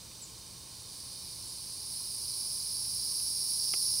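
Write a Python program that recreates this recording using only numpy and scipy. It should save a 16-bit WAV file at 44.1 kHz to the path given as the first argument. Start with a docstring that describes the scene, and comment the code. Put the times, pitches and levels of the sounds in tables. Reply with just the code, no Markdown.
"""A river bank, the microphone closing in on a mat of dry reeds. From the start, faint rumble and far hiss
lie under the dense ticking of countless small creatures, whose feet set the hollow stalks ringing.
A stalk taps, then a small bird gives the first of five thin falling chirps. From about 0.7 s the
ticking swells as the microphone comes closer, with a few more taps and chirps along the way.
At 3.7 s, just before the ticking is loudest, one stalk snaps."""
import sys
import numpy as np
from scipy import signal
from scipy.fft import rfft, irfft
from scipy.io import wavfile

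SR = 44100
rng = np.random.default_rng(int(sys.argv[2]) if len(sys.argv) > 2 else 0)


def file_out(sig):
    """Save sig as 16-bit WAV at sys.argv[1]."""
    # one column per channel
    cols = np.atleast_2d(sig).T
    # limit, then scale
    lim = np.clip(cols, -1, 1)
    pcm = np.round(lim * 32767).astype(np.int16)
    wavfile.write(sys.argv[1], SR, pcm)


N = 176400  # 4 s


def from_db(db):
    """Decibels to gain."""
    return 10 ** (np.asarray(db) / 20)


def unit_rms(x):
    """Scale to rms 1."""
    return x / np.sqrt(np.mean(x ** 2) + 1e-20)


def decay(t, t60):
    """An envelope that falls 60 dB in t60 seconds."""
    return np.exp(-np.log(1000) * t / t60)


def drift(rate_hz):
    """A slow random wander with rms 1."""
    step, settle = 40, 2000
    pole = np.exp(-2 * np.pi * step * rate_hz / SR)
    noise = rng.standard_normal(N // step + settle + 2)
    slow = signal.lfilter([1], [1, -2 * pole, pole * pole], noise)[settle:]
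    return np.interp(np.arange(N) / step, np.arange(len(slow)), unit_rms(slow))


def stereo(mid, side, likeness, pan_db):
    """Mix two unrelated signals to left and right; positive pan leans left."""
    likeness = np.clip(likeness, 0, .999)
    mid, side = np.sqrt((1 + likeness) / 2) * mid, np.sqrt((1 - likeness) / 2) * side
    return np.array([(mid + side) * from_db(pan_db / 2), (mid - side) * from_db(-pan_db / 2)])


def footfalls(per_s=4800, spread_db=2):
    """Tiny feet strike at random, most weakly and a few strongly."""
    sizes = from_db(spread_db * np.minimum(rng.exponential(1, N), 4)) * rng.choice([-1, 1], N)
    return sizes * (rng.random(N) < per_s / SR) + 1e-18


# The microphone's approach to the reeds: (time [s], low-ring nearness [dB], high-ring nearness [dB])
APPROACH = [(0, -58, -58), (.68, -56.5, -55), (.99, -49, -49.5), (1.3, -47.5, -48), (1.78, -44, -45),
            (1.96, -43, -41.5), (2.12, -42, -41), (2.3, -39.5, -39.5), (2.8, -38.5, -38.5),
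            (3.15, -36.5, -36.5), (3.45, -36, -36), (3.85, -32, -34.5), (4, -34.5, -34.6)]
# Hollow stalks, a little right of the microphone: (frequency [Hz], width [Hz], relative level midway [dB],
# growth [dB per dB of nearness], pan [dB], left-right likeness [0-1])
STALK_RINGS = [(4284, 620, -10.5, 0.48, -3.5, .995), (4810, 550, -4, 0.83, -3, 1),
               (5290, 496, -4, 1.09, -2.5, 0.98), (6070, 1140, -14, .85, -2.5, 1),
               (8940, 1260, -6.5, 0.78, -2.0, 0.93), (9570, 1070, -4, 0.95, -2.4, 0.93),
               (10250, 750, -4.5, 1.25, -2.9, 0.86), (11500, 1800, -13, 0.94, -2.2, .82),
               (14000, 2500, -15, 0.9, -2.3, .78)]

def scurrying(midway_db=-40, split_hz=7500):
    """Footfalls ring the stalks; each ring swells at its own rate as the microphone nears."""
    t, out = np.arange(N) / SR, np.zeros((2, N))
    times, low_db, high_db = np.transpose(APPROACH)
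    flurry_db = .19 * drift(rate_hz=6)  # shared by all rings
    for hz, width, db, growth, pan_db, likeness in STALK_RINGS:
        near_db = np.interp(t, times, low_db if hz < split_hz else high_db) - midway_db + flurry_db
        ring = signal.butter(2, [hz - width / 2, hz + width / 2], "band", fs=SR, output="sos")
        mid, side = (unit_rms(signal.sosfilt(ring, footfalls())) for _ in range(2))
        flicker_db = .33 * drift(rate_hz=8.5)
        gain = from_db(midway_db + db + growth * near_db + flicker_db)
        out += gain * stereo(mid, side, likeness, pan_db)
    return out


def reed_mat(direct, scatter_db=-12.5):
    """Sound reaches the microphone directly and as a short dense scatter off the surrounding stalks."""
    t = np.arange(SR // 10) / SR
    tail = rng.standard_normal(len(t)) * decay(t, t60=.077)
    scattered = signal.fftconvolve(direct, tail[None] / np.linalg.norm(tail), axes=1)[:, :N]
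    return (direct + from_db(scatter_db) * scattered) / np.hypot(1, from_db(scatter_db))


# Taps in the reeds, centred; the last and strongest is the snap: (time [s], strength [dB])
STALK_TAPS = [(0.1144, -44), (1.1594, -63), (2.8498, -46), (3.2002, -44), (3.7373, -23.5)]
# Modes of a tapped stalk: (frequency [Hz], relative level [dB], t60 [s])
STALK_MODES = [(371, -14.5, 0.05), (504, -13, 0.02), (796, -10, 0.0094), (1210, -7, 0.0096),
               (1770, -9, 0.0074), (2070, -2, 0.0066), (2620, 1.5, 0.0096), (3100, -4.5, 0.0072),
               (4900, 6.5, 0.0045)]

def stalk_taps(splinter_db=-23.5):
    """A click and a brief splintering set the modes of a dry stalk ringing."""
    t, out = np.arange(SR // 10) / SR, np.zeros(N + SR)
    stalk = sum((-1) ** k * from_db(db) * np.sin(2 * np.pi * hz * t) * decay(t, t60)
                for k, (hz, db, t60) in enumerate(STALK_MODES))
    for start, db in STALK_TAPS:
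        force = from_db(splinter_db) * rng.standard_normal(len(t)) * decay(t, t60=.036)
        force[0] = 1  # the click
        i = int(start * SR)
        out[i:i + len(t)] += from_db(db) * signal.fftconvolve(force, stalk)[:len(t)] / 2
    return out[:N]


# A small bird, heard centred with its echo off the bank: (time [s], direct level [dB], echo level [dB])
BIRD_CHIRPS = [(.211, -45, -49.5), (1.46, -57, -51), (2.575, -58, -57), (3.267, -53, -56),
               (3.528, -53, -56)]

def bird(length_s=.039, fade_s=.005, top_hz=7980, fall_hz=1410):
    """Each chirp is a sine that falls ever faster, scattered into a short echo by the bank."""
    direct, to_bank = np.zeros((2, N))
    for start, db, echo_db in BIRD_CHIRPS:
        t = np.clip(np.arange(N) / SR - start, 0, length_s)
        hz = top_hz - fall_hz * (t / length_s) ** 1.6
        envelope = np.minimum(1, np.minimum(t, length_s - t) / fade_s)
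        chirp = envelope * np.sin(2 * np.pi * np.cumsum(hz) / SR)
        direct += from_db(db) * chirp
        to_bank += from_db(echo_db) * chirp
    t = np.arange(SR // 2) / SR
    tails = rng.standard_normal((2, len(t))) * decay(t, t60=.28)
    mid, side = (signal.fftconvolve(to_bank, tail / np.linalg.norm(tail))[:N] for tail in tails)
    return direct + stereo(mid, side, likeness=.96, pan_db=-1)


def at_hz(points, hz):
    """Read a table on a log-frequency axis."""
    frequencies, values = np.transpose(points)
    return np.interp(np.log(hz + 1e-6), np.log(frequencies), values)


# Open air at the microphone: (frequency [Hz], left-right likeness [0-1])
OPEN_AIR_LIKENESS = [(40, 1), (120, 0.95), (300, 0.84), (750, 0.86), (1150, 0.81), (1600, 1), (6000, 1),
                     (9000, 0.89), (14000, 0.62)]
# The side it leans to: (frequency [Hz], left over right [dB])
OPEN_AIR_PAN = [(35, .3), (90, 1.5), (300, 0), (720, 0.3), (1080, 8), (1450, -1), (2500, 2.5), (4000, -6.5),
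                (7000, -1.5), (13000, -.5)]

def air_noise(spectrum):
    """Steady stereo noise of a given colour, falling steeply beyond its ends; mid rms 1."""
    hz = np.arange(N // 2 + 1) * SR / N + 1e-3
    low_hz, high_hz = spectrum[0][0], spectrum[-1][0]
    edges = 1 / np.sqrt((1 + (low_hz / hz) ** 24) * (1 + (hz / high_hz) ** 48))
    mid, side = rfft(rng.standard_normal((2, N))) * from_db(at_hz(spectrum, hz)) * edges
    out = irfft(stereo(mid, side, at_hz(OPEN_AIR_LIKENESS, hz), at_hz(OPEN_AIR_PAN, hz)), N)
    return out / out.mean(axis=0).std()


# The reed bed, far from the microphone: (frequency [Hz], relative density [dB])
HISS_SPECTRUM = [(3350, -16.5), (3700, 1.5), (4050, -11.5), (4450, -3), (4750, -10), (5050, -1.5),
                 (5450, -7.5), (5820, 3), (6150, -6.5), (6450, 0), (6850, -11.5), (7130, -2), (7450, -6.5),
                 (8400, -0.5), (9600, -17), (11500, -15), (15500, -10)]

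def reed_hiss():
    """Far reeds blend into one steady high hiss."""
    return from_db(-52.5) * air_noise(HISS_SPECTRUM)


# Outdoor rumble around the bank: (frequency [Hz], relative density [dB])
RUMBLE_SPECTRUM = [(13, -36), (22, -14), (70, 1), (109, -1), (177, -5), (259, -11), (356, -8), (387, -12),
                   (468, -11.5), (777, -17.5), (863, -11), (959, -14.5), (1070, -9), (1180, -19),
                   (2010, -23), (2430, -15), (2700, -21), (3000, -12.5), (3400, -18), (4420, -44),
                   (7480, -120)]

def outdoor_rumble():
    """A faint, steady bed of low noise."""
    return from_db(-56.5) * air_noise(RUMBLE_SPECTRUM)


# Gusts right on the microphone: (time [s], level [dB])
GUST_PEAKS = [(.03, -57.5), (.5, -57), (1.45, -61), (2.95, -58), (3.85, -62)]
# Their low colour: (frequency [Hz], relative density [dB])
GUST_SPECTRUM = [(28, -11), (80, -0.5), (130, -4), (230, -12.5)]

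def gusts(width_s=.14):
    """Each soft gust rumbles on the microphone in a bell-shaped swell."""
    t = np.arange(N) / SR
    swells = sum(from_db(db) * np.exp(-((t - peak) / width_s) ** 2) for peak, db in GUST_PEAKS)
    return swells * air_noise(GUST_SPECTRUM)


# A faint drone in the distance: (frequency [Hz], level [dB])
DRONE_PARTIALS = [(118, -65.5), (177, -72), (236, -77.5)]

def distant_drone(waver_rad=.67):
    """Three low tones, each wavering in phase."""
    t = np.arange(N) / SR
    return sum(from_db(db) * np.sqrt(2) * np.sin(2 * np.pi * hz * t + waver_rad * drift(rate_hz=4))
               for hz, db in DRONE_PARTIALS)


def scene():
    """The bank as the microphone hears it: creatures, bird and stalks over the background."""
    foreground = reed_mat(scurrying()) + bird() + stalk_taps()
    return foreground + distant_drone() + gusts() + outdoor_rumble() + reed_hiss()


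def record(dry, cutoff_hz=15750):
    """The top of the treble is cut steeply."""
    return signal.sosfilt(signal.ellip(12, .1, 80, cutoff_hz, fs=SR, output="sos"), dry)


dry = scene()
out = record(dry)
file_out(out)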